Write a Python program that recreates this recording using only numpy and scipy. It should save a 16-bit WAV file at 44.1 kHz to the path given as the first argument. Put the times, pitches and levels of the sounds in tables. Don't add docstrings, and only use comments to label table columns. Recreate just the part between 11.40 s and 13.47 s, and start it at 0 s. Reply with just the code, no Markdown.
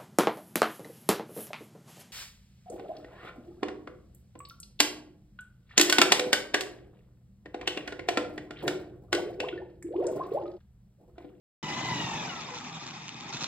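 import sys
import numpy as np
from scipy import signal
from scipy.fft import rfft, irfft
from scipy.io import wavfile
from scipy.ndimage import uniform_filter1d

SR = 44100
rng = np.random.default_rng(int(sys.argv[2]) if len(sys.argv) > 2 else 0)


def how_loud(loudness_db):
    steps = np.asarray(loudness_db, float) / 20
    return 10 ** steps


def output_pcm(signal):
    pcm = np.clip(np.atleast_2d(signal).T, -1, 1) * 32767
    wavfile.write(sys.argv[1], SR, np.round(pcm).astype(np.int16))


N = 91463

# time_s, firings_per_s
ENGINE_SPEED = [(.22, 24.6), (.35, 25.3), (.48, 25.6), (.57, 24.3), (.63, 23.7), (.69, 22.7), (.75, 22.5),
                (.8, 21.2), (.86, 20.2), (.9, 18.2), (.94, 16.8), (.98, 16.5), (1.02, 15.0), (1.06, 14.3),
                (1.09, 12.9), (1.14, 12.6), (1.2, 10.3), (1.45, 9.9), (1.7, 8.9), (2.07, 13)]
# time_s, casing_level_db, exhaust_relative_db, whine_relative_db
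EFFORT_HEARD = [(.23, -37, 5, 1), (.4, -34.5, -1.5, 0), (.52, -34, 3, 1.5), (.64, -34.5, 4, 2),
                (.74, -36, -6, 7), (.86, -36, 4.5, 1), (1.0, -39.5, -6, -3), (1.15, -42, -4.5, -1.5),
                (1.35, -42.5, -10.5, 1.5), (1.55, -42, 8.5, -2.5), (1.7, -43.5, 7.5, -37),
                (1.83, -41, 5, -1), (1.91, -39.5, 4, -12), (1.95, -41.5, 8, 1), (1.99, -38, 3.5, -28),
                (2.07, -38.5, 4, -23)]
# pitch_hz, width_hz, level_db
SILENCER_MODES = [(116.6, 39, -3), (151, 26.3, 7.5), (248.5, 41, -2), (315.5, 120, -4.5)]
# start_s, level_db
IDLE_FIRINGS = [(1.334, -4), (1.42, 7), (1.459, 0.5), (1.51, -9), (1.634, -10), (1.683, -12), (1.745, 0),
                (1.852, 0), (1.891, -7), (1.942, 3.5), (2.018, 3)]
# multiple_of_mesh_rate, level_db, noisy_share_0_to_1
MESH_TONES = [(.6, -12, .7), (.775, -8, .5), (.9, -4, .3), (1, -1, .2), (1.15, -14, .6), (2, 2, .1),
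              (2.85, -6, .3), (3, -1, .15), (3.8, -9, .4), (4, -1, .2), (6, -16, .6)]
# pitch_hz, width_hz, boost_db
GEARBOX_COLOUR = [(869, 140, 11), (1058.6, 83, 15), (1354, 320, 12), (1670, 196, -8), (2035, 160, 8),
                  (2860, 190, 11.5), (3830, 550, 9.5), (2310, 420, 8)]
# pitch_hz, level_db_per_hz
CASING_SPECTRUM = [(25, -27.5), (70, -18), (150, -3.5), (330, -9), (550, -15), (1500, -10), (4200, -21),
                   (8000, -22.5)]
# pitch_hz, width_hz, boost_db
COVER_MODES = [(833, 310, 8.5), (1296, 105, 4.5), (2630, 170, 7), (3577, 200, 7.5), (5430, 620, 12),
               (463, 140, -2.5), (1463, 267, -10.5)]
# pitch_hz, left_right_likeness
STEREO_LIKENESS = [(60, 0.97), (250, 0.92), (600, 0.63), (1200, 0.2), (2500, 0.28), (4500, 0.73),
                   (9000, 0.034)]
# pitch_hz, width_hz, level_db
FIN_MODES = [(960, 100, -5.5), (1233, 59, -11), (2493, 100, 3), (3620, 56, 5), (4330, 15, 2),
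             (5440, 47, -1.5)]
# start_s, length_s, level_db
CHAIN_SLAPS = [(.995, .025, -43), (1.145, .04, -45), (1.397, .04, -47), (1.46, .05, -47),
               (1.925, .008, -36), (1.937, .033, -39), (1.993, .01, -43), (2.008, .018, -37),
               (2.0345, .011, -34), (2.056, .02, -39)]
# pitch_hz, width_hz, level_db
SLAP_RINGS = [(935, 310, -1), (2526, 200, 1), (3540, 210, 2.5), (4130, 240, 2), (5600, 1170, -3.5),
              (7120, 1100, -9.5)]
# start_s, length_s,
# pitch_hz, level_db
HUM_TONES = [(.24, .5, 124, -49), (.32, .29, 152, -41.5), (.33, .2, 329, -48), (.24, .1, 365, -49),
             (.25, .09, 296, -48), (.54, .11, 294, -43), (.52, .07, 176, -46), (.605, .08, 169, -41),
             (.56, .13, 335, -50), (.69, .1, 362, -49), (.74, .17, 250, -48), (.79, .06, 170, -45),
             (1.11, 0.065, 489, -47), (1.195, .09, 250, -49), (1.316, 0.074, 161.8, -43)]
# start_s, peak_db, pitch_hz, left_minus_right_db
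STONES = [(1.147, -33, 5800, -1), (1.1694, -33, 1740, 0), (1.178, -32, 1840, -2), (1.2034, -32, 1990, 3),
          (1.2106, -32, 1710, 2), (1.2477, -32, 2780, 1.5), (1.2594, -34, 4500, 1),
          (1.2975, -32, 2470, 2.5), (1.3284, -35, 2390, 2), (1.344, -36, 2480, 0), (1.3964, -36, 2430, 1),
          (1.467, -29, 4400, -1), (1.477, -29, 3460, 1), (1.5092, -29, 2900, 2), (1.5615, -35, 3510, 1),
          (1.6214, -38, 3640, 0), (1.6817, -27, 3000, -2), (1.6855, -33, 2300, 1), (1.692, -25, 2900, 3),
          (1.7442, -36, 3700, 1.5), (1.7645, -37, 3000, 1.5), (1.8087, -29, 3630, 2),
          (1.9687, -27, 1500, 2), (2.0123, -31, 3670, 0), (2.02, -29, 1300, 0), (2.0384, -29, 3650, 0),
          (2.0422, -28, 2500, 0)]
# delay_s, left_db, right_db
YARD_ECHOES = [(.004, -15, -17), (.009, -18, -16), (.017, -19, -21), (.031, -22, -21)]
# pitch_hz, level_db
AIR_SPECTRUM = [(8300, 2), (8900, -6.5), (9400, -23), (9900, -10), (10400, -9), (11900, -2), (13000, -12),
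                (15500, -10)]
# pitch_hz, left_minus_right_db
MIC_LEAN = [(60, -.8), (200, -.3), (420, 2.5), (770, -.5), (1200, 2.5), (2740, 3.5), (6400, -4.5),
            (15000, -7)]
# pitch_hz, left_lead_radians
MIC_LEAD = [(100, -.05), (1000, -.25), (1750, -.1), (2400, -.6), (3100, -1.5), (3800, -1.5), (5200, -2.5),
            (6600, -3.3)]

START_S, TOP_HZ = .2283, 7584
FIRING_AT_S, IDLE_FROM_S = .635, 1.3
FIRING_SPREAD_DB, FIRING_JITTER_S = 2, .0006
REBOUND_DB, REBOUND_AT_CYCLES = -13, .5
EXHAUST_DB, PUFF_DB, WHINE_DB, CASING_DB, FINS_DB = -9, -14.5, -4, -2, -11.5
TEETH_PER_FIRING, CRANK_RIPPLE_RAD = 40, 0.08
MESH_THROB, MESH_BLUR_HZ, MESH_FADES_BELOW_HZ = .55, 35, 270
MESH_LOOSENS_BELOW_HZ = 560
CASING_THROB_DB, THROB_DECAY_CYCLES = -3, 1
IDLE_GAP_HZ, IDLE_GAP_WIDTH_HZ, IDLE_GAP_DB, IDLE_GAP_BELOW_PER_S = 520, 280, -15.5, 9.4
GRIT_T60_S, GRIT_DB, SNAP_DB = 0.0043, -1, 0
CRUNCH_PER_S, CRUNCH_DB = 150, -21.5
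AIR_DB, AIR_PATCH_DB, AIR_GAP_DB, AIR_HOLD_S = -25.5, 4, -25, 1024 / 44100
AIR_FOLLOWS, AIR_SPEED_POWER = 1.1, 1


def in_time(rows):
    s, *columns = np.transpose(rows)
    return [np.interp(np.arange(N) / SR, s, c) for c in columns]


def at_hz(points, hz):
    return np.interp(np.log(hz), np.log(np.array(points)[:, 0]), np.array(points)[:, 1])


def rms_one(x):
    return x / np.sqrt(np.mean(x ** 2) + 1e-20)


def drift(hz):
    r = np.exp(-2 * np.pi * hz / SR)
    return rms_one(signal.lfilter([1], [1, -2 * r, r * r], rng.standard_normal(N + 20000))[20000:])


def resonate(x, hz, width_hz):
    r = np.exp(-np.pi * width_hz / SR)
    zeros = np.array([1, 0, -1]) * (1 - r * r) / 2
    poles = [1, -2 * r * np.cos(2 * np.pi * hz / SR), r * r]
    return signal.lfilter(zeros, poles, x + 1e-18)


def cut(x, hz, kind, order=2):
    return signal.sosfilt(signal.butter(order, hz, kind, fs=SR, output="sos"), x)


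def alternating(x, modes):
    return sum(how_loud(db) * (-1) ** k * resonate(x, hz, w) for k, (hz, w, db) in enumerate(modes))


def bumps_db(hz, modes):
    return sum(db / (1 + (2 * (hz - f) / w) ** 2) for f, w, db in modes)


def cycles():
    count = np.cumsum(in_time(ENGINE_SPEED)[0]) / SR
    return count - count[int(FIRING_AT_S * SR)]


def silencer(x):
    ringing = cut(alternating(x, SILENCER_MODES), 123, "high", order=2)
    return rms_one(cut(ringing, 356, "low", order=3))


def exhaust(cycle):
    draws, clicks = rng.standard_normal((60, 4)), np.zeros(N)
    running = cycle[:int(IDLE_FROM_S * SR)]
    for lag, db, col in ((0, 0, 0), (REBOUND_AT_CYCLES, REBOUND_DB, 2)):
        at = np.flatnonzero(np.diff(np.floor(running - lag)) > 0)
        d = draws[:len(at)]
        jitter = (d[:, col] * FIRING_JITTER_S * SR).astype(int)
        clicks[np.clip(at + jitter, 0, N - 1)] -= how_loud(db + FIRING_SPREAD_DB * d[:, col + 1])
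    for s, db in IDLE_FIRINGS:
        clicks[int(s * SR)] -= how_loud(db)
    puff = rng.standard_normal(N) * (.5 + np.exp(-(cycle % 1) / .25))
    return how_loud(EXHAUST_DB) * silencer(clicks) + how_loud(PUFF_DB) * silencer(puff)


def gear_whine(cycle):
    out, rate = 0, np.gradient(cycle) * SR * TEETH_PER_FIRING
    loose = 1 / (1 + (rate / MESH_LOOSENS_BELOW_HZ) ** 4)
    for k, db, noisy in MESH_TONES:
        ripple = k * CRANK_RIPPLE_RAD * np.sin(4 * np.pi * cycle)
        phase = 2 * np.pi * round(k * TEETH_PER_FIRING) * cycle + ripple
        noisy = noisy + (1 - noisy) * loose
        throb = 1 + MESH_THROB * np.cos(4 * np.pi * cycle + k) + 0.17 * np.cos(2 * np.pi * cycle + 2 * k)
        blur = drift(MESH_BLUR_HZ) * np.cos(phase) + drift(MESH_BLUR_HZ) * np.sin(phase)
        clean = np.sqrt(2) * np.cos(phase + .5 * drift(13.0)) * how_loud(drift(17))
        fade = how_loud(bumps_db(k * rate, GEARBOX_COLOUR)) / (1 + (MESH_FADES_BELOW_HZ / rate) ** 6)
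        out = out + how_loud(db) * fade * throb * (np.sqrt(noisy) * blur + np.sqrt(1 - noisy) * clean)
    return how_loud(WHINE_DB) * rms_one(out)


def casings(cycle):
    out, together, edges = 0, drift(0.56), 30 * 2 ** np.arange(0, 8.2, 1 / 4)
    white = rng.standard_normal((2, 2, N)) * how_loud(1.34 * drift(690))
    jump = np.exp(-(cycle % 1) / THROB_DECAY_CYCLES)
    gap_db = IDLE_GAP_DB / (1 + (np.gradient(cycle) * SR / IDLE_GAP_BELOW_PER_S) ** 6)
    flicker = [drift(34) for k in range(5)]
    for k, (low, high) in enumerate(zip(edges, edges[1:])):
        mid, side = cut(white[k % 2], [low, high], "band")
        hz = np.sqrt(low * high)
        alike = np.clip(at_hz(STEREO_LIKENESS, hz), -1, 1)
        colour_db = at_hz(CASING_SPECTRUM, hz) + bumps_db(hz, COVER_MODES)
        hollow_db = gap_db / (1 + (2 * (hz - IDLE_GAP_HZ) / IDLE_GAP_WIDTH_HZ) ** 2)
        gain = how_loud(colour_db + hollow_db + CASING_THROB_DB * jump + together + 2.44 * flicker[k % 5])
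        out = out + gain * (np.sqrt(1 + alike) * mid + np.sqrt(1 - alike) * side * [[1], [-1]])
    return how_loud(CASING_DB) * rms_one(out)


def fins(cycle):
    ticks = rng.standard_normal((3, N)) * how_loud(4.1 * drift(360) + 4 * np.exp(-(cycle % .5) / 0.044))
    ticks = ticks[0] + 0.32 * ticks[1:]
    ringing = sum(how_loud(db + 2 * drift(16)) * resonate(ticks, hz, w) for hz, w, db in FIN_MODES)
    return how_loud(FINS_DB) * rms_one(ringing)


def clatter():
    t, runs = np.arange(N) / SR, 0
    for s, length, db in CHAIN_SLAPS:
        shape = np.minimum((t - s) * 1000, 1 + (s + length - t) / 0.015)
        runs = runs + how_loud(db) * np.clip(shape, 0, 1)
    knocks = rng.standard_normal((3, N)) * how_loud(2.9 * drift(310))
    knocks = knocks[0] + .5 * knocks[1:]
    return runs * rms_one(alternating(knocks, SLAP_RINGS))


def buzzes():
    t, out = np.arange(N) / SR, 0
    for s, length, hz, db in HUM_TONES:
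        swell = np.clip(np.minimum(t - s, s + length - t) / (0.12 * length), 0, 1)
        out = out + how_loud(db + drift(6)) * np.sqrt(2) * np.sin(2 * np.pi * hz * t) * swell
    return out


def grit(level):
    out = np.zeros((2, N))
    for s, db, hz, pan_db in STONES:
        click = np.zeros(N)
        click[int(s * SR)] = how_loud(db + GRIT_DB) * 4.45
        crack = resonate(click, hz, 1.74 / GRIT_T60_S) * 3 + how_loud(SNAP_DB) * resonate(click, 3300, 4600)
        out += crack * how_loud(np.array([[.5], [-.5]]) * np.clip(pan_db, -4, 4))
    sizes = how_loud(3.1 * np.minimum(rng.exponential(1, N), 4)) * rng.choice([-1, 1], N)
    sizes = sizes * (rng.random(N) < CRUNCH_PER_S / SR)
    dealt, small = rng.integers(0, 8, N), 0
    for k, hz in enumerate(np.geomspace(1200, 6000, 8)):
        pan = how_loud(np.array([[1], [-1]]) * (k % 3 - 0.5) * 2)
        small = small + resonate(sizes * (dealt == k), hz, hz / 3) * pan
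    return out + level * how_loud(CRUNCH_DB) * rms_one(small)


def yard(x):
    dull, out = cut(x, 4500, "low"), x
    for s, left_db, right_db in YARD_ECHOES:
        out = out + how_loud(np.array([[left_db], [right_db]])) * np.roll(dull, int(s * SR))
    return out


def air(near, cycle):
    below = np.sqrt(uniform_filter1d(cut(near, [4500, 7500], "band") ** 2, size=1500).mean(0) + 1e-12)
    below = below * (below / below.mean()) ** (AIR_FOLLOWS - 1)
    below = below * (np.gradient(cycle) * SR / 20) ** AIR_SPEED_POWER
    white, edges, out = rng.standard_normal((2, 2, N)), np.arange(8100, 15900, 430), 0
    held = (np.arange(N) // (AIR_HOLD_S * SR) * AIR_HOLD_S * SR).astype(int)
    for k, (low, high) in enumerate(zip(edges, edges[1:])):
        chance = drift(13)[held]
        patch = uniform_filter1d(how_loud(AIR_PATCH_DB * chance + AIR_GAP_DB * (chance < -0.9)), size=300)
        band = cut(white[k % 2], [low, high], "band", order=4)
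        out = out + how_loud(at_hz(AIR_SPECTRUM, (low + high) / 2)) * patch * band
    return how_loud(AIR_DB) * below * rms_one(out)


def scene():
    level_db, exhaust_db, whine_db = in_time(EFFORT_HEARD)
    cycle = cycles()
    engine = how_loud(level_db + exhaust_db) * exhaust(cycle)
    engine = engine + how_loud(level_db + whine_db) * gear_whine(cycle) + buzzes()
    rattle = how_loud(level_db) * casings(cycle) + how_loud(.5 * level_db - 20.5) * fins(cycle) + clatter()
    near = yard(engine) * 0.74 + rattle + grit(how_loud(level_db))
    return cut(near, TOP_HZ, "low", order=20) + air(near, cycle)


def band_limit(x):
    return signal.sosfilt(signal.butter(12, 15800, fs=SR, output="sos"), x)


def record(dry):
    hz = np.maximum(np.arange(N // 2 + 1) * SR / N, 10)
    half = how_loud(at_hz(MIC_LEAN, hz) / 2) * np.exp(.5j * at_hz(MIC_LEAD, hz))
    ports = irfft(rfft(dry) * [half, 1 / half], N)
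    return band_limit(ports * (np.arange(N) >= START_S * SR))


dry = scene()
out = record(dry)
output_pcm(out)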